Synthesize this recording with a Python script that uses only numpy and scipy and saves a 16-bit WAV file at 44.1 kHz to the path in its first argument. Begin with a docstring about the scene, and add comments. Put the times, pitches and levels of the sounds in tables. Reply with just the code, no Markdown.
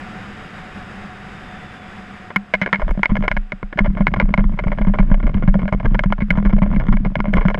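"""A muffled, fluttering roar with a faint falling whistle; then a plastic case clacks, chatters and booms.
Engine, propeller and airflow of a powered paraglider reach a camera through its closed case: shaped noise.
The case works loose: bouncing contacts excite its damped modes, jolts set it booming and its mount swinging.
Random ticks, nudges and a few treble snaps fill in; a look-ahead limiter and a low-pass follow."""
import sys
import numpy as np
from scipy import signal
from scipy.fft import rfft, irfft
from scipy.io import wavfile
from scipy.ndimage import uniform_filter1d, minimum_filter1d

SR = 44100
rng = np.random.default_rng(int(sys.argv[2]) if len(sys.argv) > 2 else 0)


def bounce(signal):
    """Save signal as a 16-bit WAV file at the path given by the first command-line argument."""
    frames = np.transpose(np.atleast_2d(signal))
    limited = np.clip(frames, -1, 1)
    pcm = np.round(limited * 32767).astype(np.int16)
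    wavfile.write(sys.argv[1], SR, pcm)


N = 334719

# modes of the case shell: [f/Hz, level/dB, t60/s]
SHELL_MODES = [(575, 11, 0.0072), (599, 6.5, 0.024), (1022, 5.5, 0.013), (1421, -8, 0.035),
               (1672, 1.5, 0.014), (1956, 3.5, 0.0037), (2165, 3, 0.016), (3000, -10, 0.008),
               (3450, -18.5, 0.012), (3970, -35, 0.015), (5040, -30.5, 0.016), (5200, -30.5, .008),
               (6320, -33.5, 0.0096)]
# low booming modes of the case: [f/Hz, level/dB, t60/s]
BOOM_MODES = [(196.2, -1, 0.072), (116, 2.5, 0.02)]
# slow modes of the mount: [f/Hz, level/dB, t60/s]
SWING_MODES = [(27.14, 10.3, 0.3), (45.2, 7.3, 0.086)]
# bands the case passes weakly: [low f/Hz, high f/Hz, share lost/0-1]
WEAK_BANDS = [(2424, 2850, 0.6), (5670, 5950, 0.9)]
SHELL_CUT_HZ = 7850  # the case dulls clacks and ticks above this


def amp(db):
    """Gain of a level in dB."""
    return 10 ** (np.asarray(db) / 20)


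def rms_one(x):
    """Scale to rms 1."""
    return x / np.sqrt(np.mean(x ** 2) + 1e-20)


def in_time(rows):
    """Columns of a curve table, interpolated to every sample."""
    s, *columns = np.transpose(rows)
    return [np.interp(np.arange(N) / SR, s, c) for c in columns]


def lowpass(x, hz):
    """Second-order low-pass."""
    return signal.sosfilt(signal.butter(2, hz, fs=SR, output="sos"), x)


def drift(hz):
    """Low-passed noise of rms 1, without the filter's first second."""
    return rms_one(lowpass(rng.standard_normal(N + SR), hz)[SR:])


def decay_per_sample(t60_s):
    """Factor that gives a 60 dB decay in t60_s."""
    return amp(-60 / (t60_s * SR))


def impulses(at, sizes):
    """Clicks of the given sizes at the given samples."""
    return np.bincount(at, sizes, N)[:N]


def ring(clicks, hz, t60_s):
    """Two-pole resonator: a unit click starts a decaying sine of height 1."""
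    r, w = decay_per_sample(t60_s), 2 * np.pi * hz / SR
    return signal.lfilter([0, np.sin(w)], [1, -2 * r * np.cos(w), r * r], clicks + 1e-18)


def strike(at, sizes, modes, hollow_db=0, scatter_db=3.5, treble_db=0, count=1):
    """Each contact excites each mode by a chance share, partly common to the count contacts of a blow."""
    hollow_hz, bright_hz, hard_hz = 600, 2100, 3700  # no hollow part from hard_hz up
    contact_cut = 2.4  # contact low-pass, in multiples of the mode's pitch
    luck = rng.standard_normal((len(at), len(modes)))
    blow_luck = rng.standard_normal((len(at) // count, len(modes)))
    luck = luck + .5 * np.repeat(blow_luck, count, axis=0)
    out = np.zeros(N)
    for k, ((hz, level_db, t60_s), own) in enumerate(zip(modes, luck.T)):
        # modes far from the bright ring follow the hollow part more
        distance = abs(np.log(bright_hz / hz)) / np.log(bright_hz / hollow_hz)
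        depth = np.minimum(distance, 1) * (hz < hard_hz)
        share_db = level_db + scatter_db * own + depth * hollow_db
        share_db = share_db + (hz > WEAK_BANDS[0][0]) * treble_db
        clicks = impulses(at, sizes * amp(share_db))
        for _ in range(2):  # softens the onset of the ring
            clicks = lowpass(clicks, contact_cut * hz)
        out += (-1) ** k * ring(clicks, hz, t60_s)  # neighbours start in opposite directions
    return out


def roar():
    """Broad noise with resonances of case and air cavity; its level follows a curve and flutters."""
    # overall level: [t/s, level/dB]
    roar_level = [(0, -33), (2.2, -36.5), (2.37, -42.5), (3.75, -49), (7.59, -51.5)]
    # broad spectrum: [f/Hz, density/dB per Hz, relative]
    roar_colour = [(12, -8.5), (160, -8), (300, -14.5), (900, -20), (1100, -26), (2400, -21.5), (3800, -31),
                   (4300, -43), (5800, -59), (10000, -50), (15000, -73)]
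    # resonances: [f/Hz, width/Hz, density/dB per Hz, relative]
    roar_peaks = [(199.7, 31, 1), (739, 35, -4.5), (1320, 680, -15), (1740, 790, -16.5),
                  (4900, 1100, -34.5), (6800, 2100, -42), (7900, 270, -40.5)]
    flutter_db, flutter_hz = .7, 7
    hz = np.maximum(np.arange(N // 2 + 1) * SR / N, 1)
    colour_hz, colour_db = np.transpose(roar_colour)
    power = amp(np.interp(np.log(hz), np.log(colour_hz), colour_db)) ** 2
    for centre_hz, width_hz, level_db in roar_peaks:
        power += amp(level_db) ** 2 / (1 + (2 * (hz - centre_hz) / width_hz) ** 2) ** 2
    noise = irfft(rfft(rng.standard_normal(N)) * np.sqrt(power), N)
    return rms_one(noise) * amp(in_time(roar_level)[0] + flutter_db * drift(flutter_hz))


def whistle():
    """A sine of falling, unsteady pitch: phase is the running sum of frequency."""
    # glide: [t/s, f/Hz, peak level/dB]
    whistle_glide = [(1.25, 3730, -62), (1.5, 3570, -54), (1.92, 3420, -56), (2.1, 3400, -78)]
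    hz, level_db = in_time(whistle_glide)
    unsteady_hz = hz + 20 * drift(33)
    return amp(level_db) * np.sin(2 * np.pi * np.cumsum(unsteady_hz) / SR)


def snaps():
    """A few contacts end in a snap: high-passed noise that dies within milliseconds."""
    # snaps: [t/s, starting noise level before the high-pass/dB]
    snap_list = [(2.362, -32.5), (2.91, -39), (6.304, -41), (7.34, -43)]
    snap_hz, t60_s = 5000, 0.0099
    s, level_db = np.transpose(snap_list)
    clicks = impulses((s * SR).astype(int), amp(level_db))
    fade = signal.lfilter([1], [1, -decay_per_sample(t60_s)], clicks + 1e-18)
    highpass = signal.butter(2, snap_hz, "high", fs=SR, output="sos")
    return signal.sosfilt(highpass, fade * rng.standard_normal(N))


def rattle():
    """Light random contacts of the loose case, in clumps: each ticks the shell and nudges case and mount."""
    # looseness of the case: [t/s, share/0-1]
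    looseness = [(2.75, 0), (2.85, .5), (3.35, .5), (3.4, .02), (3.75, .02), (3.9, 1)]
    ticks_per_s = 90.0  # before looseness and clumping
    tick_db, tick_spread_db = -55.5, 7.0
    nudge_boom_db, nudge_swing_db, nudge_spread_db = -22.5, -35, 1.5
    rate_per_s = ticks_per_s * in_time(looseness)[0] * amp(6.0 * drift(15))
    at = np.flatnonzero(rng.random(N) < rate_per_s / SR)
    luck = np.minimum(rng.exponential(1, len(at)), 3)
    way = rng.choice([-1, 1], len(at))
    ticks = strike(at, way * amp(tick_db + tick_spread_db * luck), SHELL_MODES, hollow_db=7.0)
    push = way * amp(nudge_spread_db * luck)
    case_boom = strike(at, push * amp(nudge_boom_db), BOOM_MODES)
    mount_swing = strike(at, push * amp(nudge_swing_db), SWING_MODES)
    return lowpass(ticks, SHELL_CUT_HZ) + case_boom + mount_swing


def deep_ring(s, level_db):
    """The case's deep ring starts flat by a chance amount and rises to its resting pitch."""
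    rest_hz, t60_s = 204, 0.25
    max_sag_hz, settle_s = 43, 0.021  # greatest flatness at the start, its time constant
    t = np.arange(int(t60_s * SR)) / SR
    sag_hz = max_sag_hz * rng.random((len(s), 1))
    turns = rest_hz * t - sag_hz * settle_s * (1 - np.exp(-t / settle_s))
    fade = amp(level_db[:, None] - 60 * t / t60_s)
    onset = np.minimum(rest_hz * t, 1)  # over one cycle
    rings = fade * onset * np.sin(2 * np.pi * turns)
    at = (s[:, None] * SR).astype(int) + np.arange(len(t))
    return impulses(at.ravel(), rings.ravel())


def jolts():
    """Heavy pushes: the case booms and the mount swings slowly, starting either way."""
    # jolts: [t/s, boom drive/dB, swing drive/dB]
    jolt_list = [(2.362, -18.5, -43), (2.537, -22, -39.5), (2.616, -17.5, -59), (2.73, -18.5, -65),
                 (2.82, -51, -17.5), (2.891, -48, -17), (3.118, -9, -23), (3.188, -15.5, -22.5),
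                 (3.366, -23, -20), (3.63, -27, -29.5), (3.805, -11.5, -16), (3.877, -17, -15.5),
                 (4.005, -10, -26.5), (4.224, -13.5, -13), (4.38, -9, -15.5), (4.448, -15, -14.5),
                 (4.66, -14.5, -15), (4.808, -13.5, -17), (4.87, -10.5, -16), (4.995, -10, -13.5),
                 (5.113, -9.5, -5), (5.241, -13.5, -15), (5.347, -11.5, -16.5), (5.477, -8, -11),
                 (5.548, -15, -21), (5.633, -13.5, -37), (5.745, -15.5, -18), (5.866, -16, -19.5),
                 (6.057, -12.5, -18.5), (6.22, -12, -19.5), (6.305, -13.5, -21.5), (6.377, -10, -21.5),
                 (6.456, -11.5, -12), (6.533, -4, -15), (6.619, -8.5, -17.5), (6.765, -12, -18),
                 (6.885, -9, -12.5), (6.938, -12, -14), (7.004, -16, -26), (7.201, -17, -25.5),
                 (7.28, -13, -30), (7.37, -15, -13), (7.453, -9, -33)]
    steady_scatter_db = 1.2
    s, boom_db, swing_db = np.transpose(jolt_list)
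    at, way = (s * SR).astype(int), rng.choice([-1, 1], len(s))
    deep = deep_ring(s, boom_db)
    case_boom = strike(at, amp(boom_db), BOOM_MODES, scatter_db=steady_scatter_db)
    mount_swing = strike(at, way * amp(swing_db), SWING_MODES, scatter_db=steady_scatter_db)
    return deep + case_boom + mount_swing


def clacks(count=18):
    """Case on mount: a first contact, then quick weaker bounces that stop; soft blows sound hollower."""
    # clear blows: [t/s, drive of the bright ring/dB, chatter length/s]
    blows = [(2.304, -26.5, 0.011), (2.36, 1, 0.012), (2.5377, -5, 0.018), (2.615, -5.5, 0.025),
             (2.6615, -16, 0.03), (2.729, -6.5, 0.035), (2.797, -28.5, 0.037), (2.818, -21.5, 0.0069),
             (2.8799, -21.5, 0.02), (2.9085, -25.5, 0.0034), (3.032, -2.5, 0.021), (3.057, -8, 0.0053),
             (3.0978, -27, 0.03), (3.1545, -20.5, 0.0089), (3.1669, -19, 0.0089), (3.2247, -23.5, 0.037),
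             (3.28, -5.5, 0.0092), (3.3144, -7.5, 0.012), (3.3666, -14.5, 0.0078), (3.5206, -15.5, 0.0057),
             (3.629, -27.5, 0.006), (3.7274, -26.5, 0.0067), (3.7748, -24.5, 0.037), (3.7894, -8, 0.01),
             (3.845, -27, 0.021), (3.8602, -23.5, 0.016), (3.971, -27, 0.023), (4.0077, -25, 0.017),
             (4.0692, -6.5, 0.014), (4.139, -12, 0.0059), (4.162, -28.5, 0.016), (4.1998, -17, 0.025),
             (4.34, -7.5, 0.0034), (4.377, -18.5, 0.02), (4.441, -27.5, 0.01), (4.5752, -39.5, 0.0067),
             (4.59, -18.5, 0.011), (4.638, -24.5, 0.013), (4.6812, -26.5, 0.0058), (4.7178, -22.5, 0.017),
             (4.7854, -24, 0.013), (4.814, -28.5, 0.016), (4.8482, -30.5, 0.0052), (4.869, -29, 0.016),
             (4.9378, -23.5, 0.021), (4.9869, -19.5, 0.022), (5.115, -25, 0.011), (5.1425, -18.5, 0.011),
             (5.201, -29, 0.0041), (5.2287, -33.5, 0.017), (5.268, -24, 0.012), (5.3433, -28.5, 0.01),
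             (5.4244, -30.5, 0.014), (5.477, -23.5, 0.014), (5.5415, -21, 0.01), (5.5933, -34, 0.022),
             (5.6797, -24, 0.014), (5.7254, -19, 0.017), (5.8036, -30, 0.008), (5.8564, -20, 0.011),
             (5.9457, -17.5, 0.0099), (5.9926, -11.5, 0.0048), (6.0371, -12.5, 0.0095),
             (6.124, -11.5, 0.012), (6.1817, -36, 0.0071), (6.2051, -26.5, 0.024), (6.3051, -8, 0.0083),
             (6.354, -35, 0.023), (6.3734, -23.5, 0.014), (6.4511, -22.5, 0.024), (6.495, -29.5, 0.017),
             (6.5282, -27, 0.016), (6.587, -29, 0.006), (6.6193, -26, 0.025), (6.734, -34.5, 0.0053),
             (6.762, -27, 0.0096), (6.799, -23, 0.013), (6.868, -28, 0.0081), (6.884, -26, 0.0084),
             (6.9261, -24.5, 0.018), (6.9693, -27.5, 0.0076), (7.0497, -25.5, 0.017),
             (7.155, -11.5, 0.0074), (7.203, -16, 0.0057), (7.255, -28.5, 0.0096), (7.281, -36.5, 0.015),
             (7.3371, -13, 0.0068), (7.361, -28, .005), (7.369, -16, 0.019), (7.41, -26.5, 0.027),
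             (7.452, -23.5, 0.013), (7.4834, -14.5, 0.0093), (7.501, -21, 0.014), (7.5446, -18, 0.0091)]
    # hollow part of a 0 dB blow, growing as the case loosens: [t/s, level re ring/dB]
    hollow_growth = [(3.55, -27.5), (4.6, -24)]
    hollow_gain_per_db = 1.45  # growth per dB of softness
    gap_s, gap_spread_s = .0018, 0.002  # least gap between bounces, mean extra
    chatter_loss_db, scrape_db = 13, -37.5  # loss over a chatter of a 0 dB blow; none at scrape_db
    bounce_spread_db, bounce_dull_db = 8, -4  # greatest chance weakness; treble loss of bounces
    s, drive_db, length_s = np.transpose(blows)[:, :, None]
    hollow_db = np.interp(s, *np.transpose(hollow_growth)) - hollow_gain_per_db * drive_db
    hollow_db = np.minimum(hollow_db, 0)
    luck = rng.random((len(blows), 2, count))
    late_s = np.cumsum(gap_s - gap_spread_s * np.log(1 - luck[:, 0]), axis=1)
    late_s -= late_s[:, :1]
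    is_bounce = late_s > 0
    spent = late_s / np.maximum(length_s, .002)
    loss_db = chatter_loss_db * np.maximum(1 - drive_db / scrape_db, 0) * spent
    weakness_db = bounce_spread_db * luck[:, 1] * is_bounce
    sizes = amp(drive_db - loss_db - weakness_db) / (1 + spent ** 8)  # chatter stops past its length
    at = ((s + late_s) * SR).astype(int)
    rings = strike(at.ravel(), sizes.ravel(), SHELL_MODES, np.repeat(hollow_db, count),
                   treble_db=bounce_dull_db * is_bounce.ravel(), count=count)
    for low_hz, high_hz, share in WEAK_BANDS:
        bandpass = signal.butter(1, [low_hz, high_hz], "band", fs=SR, output="sos")
        rings = rings - share * signal.sosfilt(bandpass, rings)
    return lowpass(rings, SHELL_CUT_HZ)


def scene():
    """Sum of all sources at one microphone."""
    return (roar() + whistle() + clacks() + snaps() + rattle() + jolts())[None]


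def record(dry, ahead=64):
    """Limiter with a look-ahead in samples and a slow linear release in dB, then a steep low-pass."""
    limit_db, release_db_per_s, cutoff_hz = -.5, 80, 16000
    over_db = np.maximum(20 * np.log10(np.abs(dry) + 1e-9) - limit_db, 0)
    ramp_db = release_db_per_s * np.arange(N) / SR
    cut_db = np.maximum.accumulate(over_db + ramp_db, axis=1) - ramp_db
    cut_db = -minimum_filter1d(-cut_db, size=2 * ahead + 1)  # hold the greatest cut nearby
    cut_db = uniform_filter1d(cut_db, size=ahead)
    top_cut = signal.cheby2(10, 60, cutoff_hz, fs=SR, output="sos")
    return signal.sosfilt(top_cut, dry * amp(-cut_db))


dry = scene()
out = record(dry)
bounce(out)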